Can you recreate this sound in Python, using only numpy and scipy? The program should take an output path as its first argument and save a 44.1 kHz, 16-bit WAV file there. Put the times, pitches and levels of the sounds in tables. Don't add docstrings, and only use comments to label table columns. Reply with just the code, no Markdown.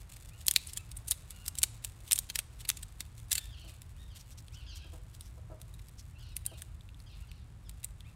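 import sys
import numpy as np
from scipy import signal
from scipy.fft import rfft, irfft, next_fast_len
from scipy.io import wavfile
from scipy.ndimage import map_coordinates

SR = 44100
rng = np.random.default_rng(int(sys.argv[2]) if len(sys.argv) > 2 else 0)


def store_pcm(level_fs):
    pcm = np.round(np.clip(level_fs, -1, 1) * 32767).astype(np.int16)
    wavfile.write(sys.argv[1], SR, np.atleast_2d(pcm).T)


N = 359415

# (frequency [Hz], relative level [dB])
SHELL_SPECTRUM = [(100, -22), (400, -20.5), (1100, -16.5), (1900, -7.5), (2700, -3), (3500, 0.5),
                  (4500, -2.5), (6300, -5), (8200, 0.5), (10500, -4.5), (13000, -5.5), (15800, -15)]


def amp(db):
    return 10 ** (np.asarray(db) / 20)


def unit(x):
    return x / np.sqrt(np.mean(x ** 2) + 1e-20)


def along(points, hz):
    f, v = np.transpose(points)
    return np.interp(np.log(hz + 1), np.log(f + 1), v)


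def wobble(rate):
    return map_coordinates(rng.standard_normal(int(N * rate / SR) + 4), [np.arange(N) * rate / SR])


def filtered(x, gain):
    size = next_fast_len(N + SR // 2)
    return irfft(rfft(x, size) * gain(np.fft.rfftfreq(size, 1 / SR)), size)[:N]


def coloured(x, spectrum):
    return unit(filtered(x, lambda hz: amp(along(spectrum, hz))))


def add(track, s, sound):
    start = int(np.clip(round(s * SR), 0, N))
    track[start:start + len(sound)] += sound[:N - start]


def trees(size=256):
    # (frequency [Hz], time to fall 60 dB [s])
    decay = [(300, 0.42), (6000, 0.58), (15000, 0.18)]
    hz, t, noise = signal.stft(rng.standard_normal(SR // 3), SR, nperseg=size)
    tail = signal.istft(noise * amp(-60 * t / along(decay, hz)[:, None]), SR, nperseg=size)[1]
    return tail / np.linalg.norm(tail)


def surroundings(table_s=.0034, table_db=-13, scatter_db=-14, scatter_t60=.01, trees_db=-24):
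    path = amp(trees_db) * trees()
    t = np.arange(len(path)) / SR
    scatter = rng.standard_normal(len(t)) * amp(-60 * t / scatter_t60)
    path += amp(scatter_db) * scatter / np.linalg.norm(scatter)
    path[0] += 1
    add(path, table_s, np.array([amp(table_db)]))
    return path


def traffic(level_db=-49, rise_db=1.5, waver_db=.8):
    # (frequency [Hz], relative level [dB])
    rumble = [(15, -30), (30, -12.5), (48, 5), (62, -2), (80, 1.5), (98, -7.5), (113, 0), (132, -13),
              (160, -13), (210, -25.5), (320, -30), (1500, -82.5)]
    swell_db = np.linspace(-.5, .5, N) * rise_db + waver_db * wobble(4.4)
    return amp(level_db + swell_db) * coloured(rng.standard_normal(N), rumble)


def open_air(level_db=-64):
    # (frequency [Hz], relative level [dB])
    hiss = [(100, 9.5), (400, -2), (1100, -2), (1600, -5), (3000, -10), (6000, -16.5), (9000, -15),
            (13000, -24), (15500, -51.5)]
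    return amp(level_db + wobble(.56)) * coloured(rng.standard_normal(N), hiss)


def crackle(rate, spread_db):
    sizes = amp(spread_db * np.clip(rng.standard_normal(N), -2, 2))
    breaks = (rng.random(N) < rate / SR) * sizes * rng.choice([-1, 1], N)
    return coloured(signal.fftconvolve(breaks, surroundings(scatter_db=3.5))[:N], SHELL_SPECTRUM)


def scraping():
    return unit(amp(3 * wobble(400)) * coloured(rng.standard_normal(N), SHELL_SPECTRUM))


def paws(scrape, start_db=-61.5, calm_db_per_s=1.5):
    t = np.arange(N) / SR
    handling = unit(amp(4 * wobble(20)) * (crackle(rate=160, spread_db=3) + .5 * scrape))
    return amp(start_db - calm_db_per_s * t) * handling


def jay_note(hz, rasp, dull_db):
    # (frequency [Hz], relative level [dB])
    throat = [(1000, -23.5), (1500, -12.5), (1750, -17.5), (2800, -5.5), (4300, -8.5), (5800, -11.5),
              (8000, -25)]
    part = rng.integers(N - len(hz)) + np.arange(len(hz))
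    shake = rasp * wobble(700)[part] + .014 * wobble(45)[part]
    phase = 2 * np.pi * np.cumsum(hz * (1 + shake)) / SR
    voice = sum(amp(along(throat, k * hz) + dull_db * max(k - 2, 0)) * np.sin(k * phase)
                for k in range(1, 5))
    swell = np.sqrt(np.abs(np.sin(np.linspace(0, np.pi, len(hz)))))
    return swell * unit(voice * amp(4 * wobble(70)[part]))


def whistles(scoop=.4, scoop_s=.027, arch=.2):
    # (time [s], length [s], level [dB], pitch [Hz])
    calls = [(0.281, 0.14, -66.5, 1450), (0.725, 0.1, -61, 1330), (1.267, 0.24, -64, 1418),
             (3.333, 0.13, -55, 1800), (3.941, 0.13, -65, 1914), (4.496, .12, -62.5, 1495),
             (4.758, .13, -64, 1642), (5.915, .08, -84, 1700), (6.103, .24, -67.5, 1455),
             (6.402, 0.15, -68, 1567), (7.153, 0.11, -69, 1407), (8.022, 0.095, -65.5, 1375)]
    track = np.zeros(N)
    for s, length, db, pitch_hz in calls:
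        progress = np.linspace(0, 1, int(length * SR))
        below = scoop * np.exp(-(progress * length / scoop_s) ** 2 / 2)
        sag = arch * np.maximum(progress - .5, 0) ** 2
        add(track, s, amp(db) * jay_note(pitch_hz * (1 - below - sag), rasp=.028, dull_db=-9))
    return track


def far_jays(echo_db=-5):
    calls = whistles() + squawks()
    echo = amp(echo_db) * signal.fftconvolve(calls, trees())[:N]
    return (calls + echo) / np.hypot(1, amp(echo_db))


def nibbling(scrape, stroke_s=.009, squeak_hz=5650, squeak_q=7):
    # (time [s], level [dB], share of squeak [0-1])
    strokes = [(0.412, -56, 0), (0.696, -51.5, .1), (2.082, -50.5, 0), (2.608, -49, 0), (3.692, -57, 0),
               (4.165, -50.5, 0), (4.204, -56, 0.6), (4.324, -57.5, 0.2), (4.389, -54.5, 0.44),
               (4.547, -56.5, 0.88), (4.77, -51.5, 0.3), (5.148, -58.5, 0.01), (5.237, -64.5, 0.5),
               (5.268, -61, 0.4), (5.997, -51.5, 0.86), (6.59, -54, 0)]
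    t = np.arange(N) / SR
    squeak = unit(signal.lfilter(*signal.iirpeak(squeak_hz, squeak_q, SR), scrape))
    track = np.zeros(N)
    for s, db, share in strokes:
        near = np.abs(t - s) < 10 * stroke_s
        envelope = amp(db) * np.exp(-((t[near] - s) / stroke_s) ** 2 / 2)
        track[near] += envelope * (np.sqrt(1 - share) * scrape[near] + np.sqrt(share) * squeak[near])
    return track


def snap(level_db, lag_s=.0008):
    cepstrum = irfft(np.log(amp(level_db)))
    half = len(cepstrum) // 2
    cepstrum[1:half] *= 2
    cepstrum[half + 1:] = 0
    cycles = lag_s * 1000 * np.log1p(np.linspace(0, SR / 2, half + 1) / 200)
    return irfft(np.exp(rfft(cepstrum) - 2j * np.pi * cycles))


def fracture(bright_db, crumble, lead, build_t60=.031, crumb_t60=.027, strain_db=-10, split_s=.00059):
    # (frequency [Hz], weight on bright_db [factor])
    tilt = [(2200, -1.52), (5500, -0.65), (8800, 0.69), (14000, 0)]
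    hz = np.fft.rfftfreq(lead, 1 / SR)
    ripple_db = 3 * np.interp(hz, np.linspace(0, SR / 2, 36), rng.standard_normal(36))
    pulse = snap(along(SHELL_SPECTRUM, hz) + bright_db * along(tilt, hz) + ripple_db)
    t = np.arange(-lead, lead) / SR
    spray = amp(np.where(t < 0, strain_db + 60 * t / build_t60, -60 * t / crumb_t60))
    crumbs = spray * rng.standard_normal(len(t))
    crumbs *= np.exp(.9 * np.clip(rng.standard_normal(len(t)), -2, 2))
    breaks = np.sqrt(crumble) * crumbs / np.linalg.norm(crumbs)
    split = np.exp(-np.abs(t) / split_s) * rng.standard_normal(len(t))
    split /= np.linalg.norm(split)
    split[lead] += 2
    breaks += np.sqrt(1 - crumble) * split / np.linalg.norm(split)
    crack = np.convolve(breaks, pulse)
    return signal.fftconvolve(crack / np.linalg.norm(crack), surroundings())


def cracks(lead=512):
    # (time [s], direct energy [dB], brightness [dB], share of crumbling [0-1])
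    bites = [(0.4675, -7.5, 14, 0), (0.4829, 5, 2, 0.09), (0.5119, -1, 5.5, 0.06), (0.5387, -14, 7, 0),
             (0.5622, 6, -.5, 0.05), (0.6729, -17.5, 17, 0.06), (0.734, -16, 4.5, 0.7),
             (0.773, -7.5, 3.5, 0.97), (0.9164, -21, 3, 0.27), (0.97, -15.5, 13, 0.7), (1.082, -9.5, 7, 1),
             (1.111, 1, 8.5, 0.5), (1.118, -3.5, 2.5, 0.47), (1.307, -18, 4.5, 0.24), (1.462, -17, 4, 0.8),
             (1.4811, -6, 5, 0.31), (1.554, -20, -1, 0.13), (1.5861, -6.5, 6, 0.86), (1.6187, -19, 0, 0),
             (1.632, 3.5, 5, 0.07), (1.6367, 2, 1.5, 0.1), (1.8475, -8.5, 3, 0.3), (2.1123, -4.5, -4, 0),
             (2.1202, 2, 3.5, 0.3), (2.131, 4, 6.5, 0.06), (2.159, -8, 5.5, 0.5), (2.179, -13, 1, 0.3),
             (2.189, -1.5, 4, 0.09), (2.3, -11, -5.5, 0.72), (2.357, -4, 0, 0.58), (2.3901, -3.5, -1, 0.09),
             (2.6517, -19.5, -4.5, 0.66), (2.6908, -1, 3, 0.86), (2.701, -2, -0.5, 0.03),
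             (2.771, -18.5, 2, 0.85), (2.8304, -16.5, 1.5, 0.85), (3.006, -11.5, -3.5, 0.36),
             (3.317, -1, 3.5, 0.92), (3.329, 0, 5, 0.3), (3.354, -4, 3, 0.66), (3.38, -5, 0, 1),
             (3.819, -26.5, 2.5, 0.2), (5.2095, -21.5, 1, 0.1), (5.616, -24, 5, 0.2), (5.74, -30, 2, 0.5),
             (5.794, -32.5, -6.5, 0.3), (5.885, -32, 1, 0.4), (6.3666, -9.5, 4.5, 0.27),
             (6.464, -5, 11.5, 0.1), (6.6204, -18, 8, 0.2), (7.0021, -33, -2, 0.3), (7.695, -23, 3, 0.18),
             (7.8453, -10, 14.5, 0.05)]
    track = np.zeros(N)
    for s, db, bright_db, crumble in bites:
        add(track, s - lead / SR, amp(db) * fracture(bright_db, crumble, lead))
    return track


def chips(bites, relative_db=-21, follow=.52, loud_db=-30, reach_s=.018):
    window = signal.windows.hann(int(2 * reach_s * SR))
    force = np.sqrt(np.abs(signal.fftconvolve(bites ** 2, window / window.sum(), "same")))
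    envelope = amp(relative_db + loud_db) * (force / amp(loud_db)) ** follow
    return envelope * crackle(rate=600, spread_db=16)


def squawks(chirp_s=.06, step_s=.032, fall=.16, chirp_fall=.17, leap=.055):
    # (time [s], length [s], chirp level [dB], pitch halfway [Hz], beak resonance [Hz])
    calls = [(3.504, 0.21, -62.5, 1468, 3240), (4.085, 0.11, -67, 1525, 3660),
             (4.551, 0.12, -64, 1427, 3000), (4.664, 0.077, -55.5, 1523, 4600),
             (4.748, 0.12, -62, 1399, 3000), (6.188, 0.15, -65, 1430, 4104), (6.467, .13, -65, 1378, 3000),
             (7.06, 0.11, -64.5, 1372, 3730), (7.269, 0.14, -71, 1392, 4100), (7.64, 0.06, -69, 1690, 4940)]
    track = np.zeros(N)
    dive = 1 - chirp_fall * np.linspace(-.5, .5, int(chirp_s * SR))
    for s, length, db, pitch_hz, beak_hz in calls:
        for k, late in enumerate(np.arange(0, max(length - chirp_s, 0) + step_s / 2, step_s)):
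            past_middle = (late + chirp_s / 2) / length - .5
            sink = 1 - fall * past_middle
            chirp_hz = pitch_hz * (sink + leap * (-1) ** k * (.5 + rng.random()))
            voice = jay_note(chirp_hz * dive, rasp=.048, dull_db=0)
            chirp = signal.lfilter(*signal.iirpeak(beak_hz * sink, 1.5, SR), voice)
            add(track, s + late, amp(db) * (1 - past_middle / 2) * unit(chirp))
    return track


def far_dog(pitch_hz=343, fall=.14, gain_db=1, echo_db=-7):
    # (time [s], level before gain_db [dB], length [s])
    barks = [(3.639, -63, 0.086), (4.845, -62, 0.042), (4.928, -55.5, 0.047), (5.373, -59, 0.03),
             (5.496, -53.5, 0.075), (6.513, -55.5, 0.04)]
    # (frequency [Hz], relative level [dB])
    throat = [(150, -28), (330, 3.5), (640, 8), (950, -2), (1400, -9), (2500, -34)]
    track = np.zeros(N)
    hoarse = coloured(rng.standard_normal(N), throat)
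    for s, db, length in barks:
        progress = np.linspace(0, 1, int(SR * length))
        phase = 2 * np.pi * np.cumsum(pitch_hz * (1 - fall * progress)) / SR
        voice = sum(amp(along(throat, k * pitch_hz)) * np.sin(k * phase) for k in range(1, 6))
        rasp = hoarse[int(s * SR):][:len(progress)]
        envelope = np.abs(np.sin(np.pi * progress ** .48))
        add(track, s, amp(db + gain_db) * unit(unit(voice) + rasp) * envelope)
    return track + amp(echo_db) * signal.fftconvolve(track, trees())[:N]


def teeth(ring_q=7, click_db=-17, lead=512):
    # (time [s], energy [dB], ring [Hz])
    ticks = [(4.483, -30, 3390), (6.6207, -21.5, 1670), (6.809, -33, 3580), (6.89, -32.5, 2670),
             (6.945, -35, 3520), (7.3157, -27, 2570), (7.845, -29, 2120), (8.0066, -27.5, 3550)]
    track = np.zeros(N)
    for s, db, ring_hz in ticks:
        click = fracture(bright_db=0, crumble=0, lead=lead)
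        tick = signal.lfilter(*signal.iirpeak(ring_hz, ring_q, SR), click) + amp(click_db) * click
        add(track, s - lead / SR, amp(db) * tick / np.linalg.norm(tick))
    return track


def scene():
    bites = cracks()
    biting = bites + chips(bites) + teeth()
    scrape = scraping()
    squirrel = biting + nibbling(scrape) + paws(scrape)
    return (squirrel + far_jays() + far_dog() + traffic() + open_air())[None]


def record(dry):
    top_hz = 15900
    return filtered(dry[0], lambda hz: 1 / np.sqrt(1 + (hz / top_hz) ** 120))[None]


dry = scene()
out = record(dry)
store_pcm(out)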